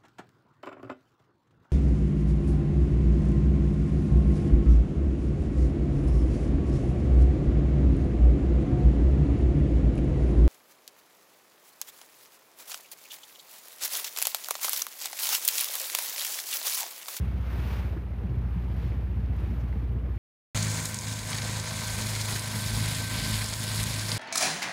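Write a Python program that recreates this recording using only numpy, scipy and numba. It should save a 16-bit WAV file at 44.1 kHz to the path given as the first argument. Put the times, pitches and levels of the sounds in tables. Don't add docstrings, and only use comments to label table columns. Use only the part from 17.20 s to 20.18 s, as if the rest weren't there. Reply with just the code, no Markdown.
import sys
import numpy as np
from scipy import signal
from scipy.fft import rfft, irfft
from scipy.io import wavfile
from scipy.ndimage import uniform_filter1d
from numba import njit

SR = 44100
rng = np.random.default_rng(int(sys.argv[2]) if len(sys.argv) > 2 else 0)


def makeup_ratio(level_db):
    decades = np.asarray(level_db, float) / 20
    return 10 ** decades


def to_wav(s):
    ch = np.atleast_2d(s).T
    pcm = np.round(np.clip(ch, -1, 1) * 32767)
    wavfile.write(sys.argv[1], SR, pcm.astype(np.int16))


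N = 131418
THUMP_TURN = .1


def level(x, db):
    return x * makeup_ratio(db) / np.sqrt(np.mean(x ** 2))


@njit
def svf(x, hz, width_hz):
    y, band, low = np.empty(len(x)), 0., 0.
    g, k = np.tan(np.pi * hz / SR), width_hz / hz
    for i in range(len(x)):
        v = (band + g * (x[i] - low)) / (1 + g * (g + k))
        band, low, y[i] = 2 * v - band, low + 2 * g * v, k * v
    return y


def curve(table):
    t_s, value = np.array(table, float).T
    return np.interp(np.arange(N) / SR, t_s, value)


def walk(rate_hz):
    hold = int(SR / rate_hz)
    steps = np.repeat(rng.standard_normal(N // hold + 1), hold)
    return 0.56 * uniform_filter1d(uniform_filter1d(steps, hold), hold)[:N]


def plinks(rows, cycles, glide):
    out = np.zeros(N + SR)
    for t_s, db, hz in rows:
        turns = np.arange(int(5 * cycles / hz * SR)) * hz / SR
        shape = (1 - np.exp(-2 * turns)) * np.exp(-turns / cycles)
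        tone = np.sin(2 * np.pi * turns * (1 + glide * turns / cycles))
        at = int(t_s * SR)
        out[at:at + len(turns)] += makeup_ratio(db) * shape * tone
    return out[:N]


def burst(noise, t_s, db, length_s, hz, width):
    hz = float(hz)
    band = svf(svf(noise, hz, width * hz), hz, width * hz)
    return level(band, db) * np.exp(-((np.arange(N) / SR - t_s) / length_s) ** 2)


def hum(turn):
    # t/s, level/dB
    hum_level = [(0, -30), (.6, -30.5), (.8, -34.5), (1.15, -32.5), (1.3, -29), (1.6, -30.5), (1.9, -30.5),
                 (2.05, -30), (2.98, -29.5)]
    overtone_db = -16
    tone = np.cos(8 * np.pi * turn) + makeup_ratio(overtone_db) * np.cos(16 * np.pi * turn)
    return np.sqrt(2) * makeup_ratio(curve(hum_level) + 0.18 * walk(12.0)) * tone


def thumps(turn):
    # t/s, thump level/dB
    load = [(0, -17), (.15, -20), (.22, -25.5), (.33, -21.5), (.7, -19.5), (.85, -25), (1.15, -18.5),
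            (1.35, -22), (1.7, -19), (1.9, -21), (2.05, -16), (2.17, -21.5), (2.25, -19.5), (2.98, -21)]
    thump_hz, scatter_db, jitter_turn, pitch_scatter = 105, 1.0, .005, .015
    count = np.arange(int(turn[-1]) + 1)
    chance = rng.standard_normal((len(count), 3))
    at_s = np.interp(count + THUMP_TURN + jitter_turn * chance[:, 0], turn, np.arange(N) / SR)
    peak_db = np.interp(at_s, *np.array(load).T) + scatter_db * chance[:, 1]
    pitch_hz = thump_hz * (1 + pitch_scatter * chance[:, 2])
    return plinks(zip(at_s, peak_db, pitch_hz), cycles=2.5, glide=-.14)


def gurgle(turn):
    # f/Hz, width/Hz, level/dB
    exhaust = [(93, 38, -3.5), (123, 11.6, 4.5), (177, 16.2, -0.5), (188, 9.1, -20.5), (316, 176, -14.5)]
    decay_turns, hull_cut_hz, gurgle_db = 2.5, 88, -38
    pulse = np.exp(-((turn - THUMP_TURN) % 1) / decay_turns)
    gas = rng.standard_normal(N) * pulse * makeup_ratio(4.8 * walk(10))
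    rung = sum(makeup_ratio(db) * svf(gas, float(hz), float(width_hz)) for hz, width_hz, db in exhaust)
    hull = signal.butter(4, hull_cut_hz, "highpass", fs=SR, output="sos")
    return level(signal.sosfilt(hull, svf(rung, 105.0, 185.0)), gurgle_db)


def engine():
    # t/s, cycle rate/Hz
    speed = [(0, 15.65), (.45, 15.5), (.75, 15.55), (.9, 14.95), (1.2, 15.1), (1.5, 15.16), (2, 15.12),
             (2.3, 15.04)]
    start_turn = .108
    turn = start_turn + np.cumsum(curve(speed)) / SR
    return hum(turn) + thumps(turn) + gurgle(turn)


def wash(surge_db):
    # f/Hz, density/dB per Hz, band change/dB per dB of surge
    spectrum = [(31.2, 3, 1), (265, 1, 0.22), (526, -20, 2.35), (830, -14, 1.5), (2230, -19, 1.49),
                (7400, -44, 2.5), (9100, -41.5, 1), (15900, -40, 2.5)]
    wash_db = -30.5
    hz, density_db, follow_db = np.array(spectrum).T
    shared, spray = walk(11.9), walk(120)
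    spray = spray - uniform_filter1d(spray, size=2000)
    bins_oct = np.log2(np.arange(1, N // 2 + 2) * SR / N)
    noise = rfft(rng.standard_normal(N)) * makeup_ratio(np.interp(bins_oct, np.log2(hz), density_db))
    out = 0
    for octave in np.arange(4.5, 14.6, .5):
        share = np.cos(np.pi * np.clip(bins_oct - octave, -.5, .5)) ** 2
        follow = np.interp(octave, np.log2(hz), follow_db)
        swell_db = follow * (surge_db + 0.55 * shared + 0.65 * follow * spray)
        out = out + irfft(noise * share, N) * makeup_ratio(swell_db + 0.43 * walk(30))
    return out * makeup_ratio(wash_db)


def bubbles(surge_db):
    bubbles_db = -59
    chance = rng.random((900, 3))
    rows = [(3 * t, 14 * strength - 4.0 * pitch, 500 * 2 ** (2.52 * pitch)) for t, strength, pitch in chance]
    return level(plinks(rows, 2.96, 0.02), bubbles_db) * makeup_ratio(0.3 * surge_db)


def water():
    # t/s, wash level/dB
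    wash_level = [(0, -58.5), (.07, -57.5), (.1, -58.5), (.2, -58.5), (.33, -55), (.53, -53), (.58, -54),
                  (.66, -56.5), (.86, -61), (1.45, -59.5), (1.58, -58), (1.76, -58.5), (1.8, -60),
                  (2.12, -60.5), (2.2, -58), (2.55, -60), (2.8, -62), (2.98, -60)]
    rest_db = -61
    surge_db = curve(wash_level) - rest_db
    return wash(surge_db) + bubbles(surge_db)


def puffs():
    # t/s, level/dB, length/s, centre f/Hz
    puff_rows = [(.04, -72, .03, 10000), (2.41, -70, .022, 5500), (1.022, -50, .015, 500),
                 (2.22, -57, .035, 1200), (.68, -60, .04, 2000), (2.38, -46, .04, 160),
                 (2.82, -46, .05, 170), (.33, -70, .04, 13000), (.738, -48, .01, 560),
                 (.75, -49, .012, 400), (.79, -52, .012, 500), (.775, -53, .012, 1200),
                 (1.725, -48, .015, 430), (2.125, -52, .03, 520), (2.86, -49, .025, 480),
                 (2.56, -51, .02, 400), (.36, -50, .04, 370), (.63, -50, .02, 370), (.83, -51, .02, 370),
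                 (.69, -70, .045, 13500), (.45, -67, .08, 13500), (1.65, -75, .06, 13500),
                 (2.38, -72, .06, 14000), (1.24, -58, .03, 1100), (.4, -45, .06, 150), (2.0, -46, .08, 150),
                 (1.66, -64, .08, 3800)]
    noise = rng.standard_normal(N)
    return sum(burst(noise, *row, width=.7) for row in puff_rows)


def slaps():
    # t/s, peak/dB, f/Hz
    slap_rows = [(.765, -27.5, 316), (1.715, -32.5, 326), (2.44, -29.5, 203), (2.885, -35, 344),
                 (.38, -25.5, 157), (1.037, -32, 204), (1.36, -21, 165), (1.77, -51, 177), (1.97, -40, 186),
                 (2.56, -23.5, 180), (.185, -32.5, 200), (.454, -26, 201), (.579, -34, 175),
                 (.748, -35, 168), (.857, -37, 181), (.949, -36, 200), (1.203, -29, 207), (1.26, -33, 212),
                 (1.688, -37, 161), (1.93, -39, 282), (2.22, -33.5, 290), (2.313, -28, 173),
                 (2.626, -30.5, 260), (2.751, -32.5, 349)]
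    return plinks(slap_rows, cycles=2.5, glide=0.015)


def drops():
    # t/s, peak/dB, f/Hz
    drop_rows = [
        (0.3052, -26, 1690),
        (0.7754, -26, 1630),
        (2.0572, -58, 1100),
        (2.2445, -36.5, 1010),
        (2.527, -24.5, 2000),
        (2.5626, -40, 1210),
        (2.591, -51, 1010),
        (2.8903, -30, 1140),
        (2.9362, -57.5, 1040),
    ]
    return makeup_ratio(-15.5) * plinks(drop_rows, cycles=5.4, glide=0.02)


def ticks():
    # t/s, level/dB, centre f/Hz
    tick_rows = [(2.165, -64, 9000), (2.165, -62, 13500), (2.207, -64, 10000), (2.203, -63, 5000),
                 (.91, -71, 13000), (1.099, -66, 4200), (1.652, -70, 12500), (1.768, -70, 11000),
                 (2, -69, 4100), (2.061, -59, 3500), (2.345, -74.5, 13000), (2.523, -72, 9000),
                 (2.625, -74.5, 13000), (2.725, -71, 13000), (2.937, -77, 4300), (2.937, -77, 14000),
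                 (.959, -62, 1500)]
    noise, length_s = rng.standard_normal(N), .0013
    return sum(burst(noise, t_s, db, length_s, hz, width=.7) for t_s, db, hz in tick_rows)


def scene():
    return (engine() + water() + puffs() + slaps() + drops() + ticks())[None]


def low_pass(x):
    return signal.sosfilt(signal.butter(12, 16070, fs=SR, output="sos"), x)


def record(dry):
    bass_cut_hz, top_hz, hiss_db = 47, 15280, -84.5
    port_hz, port_width_hz, port_depth = 7750., 700., .4
    bass = signal.butter(3, bass_cut_hz, "highpass", fs=SR, output="sos")
    top = signal.ellip(14, .2, 70, top_hz, fs=SR, output="sos")
    hiss = level(svf(rng.standard_normal(N), 14000.0, 11600.0), hiss_db)
    dipped = dry - port_depth * svf(dry[0], port_hz, port_width_hz)
    mix = signal.sosfilt(top, signal.sosfiltfilt(bass, dipped) + hiss)
    return low_pass(mix)


dry = scene()
out = record(dry)
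to_wav(out)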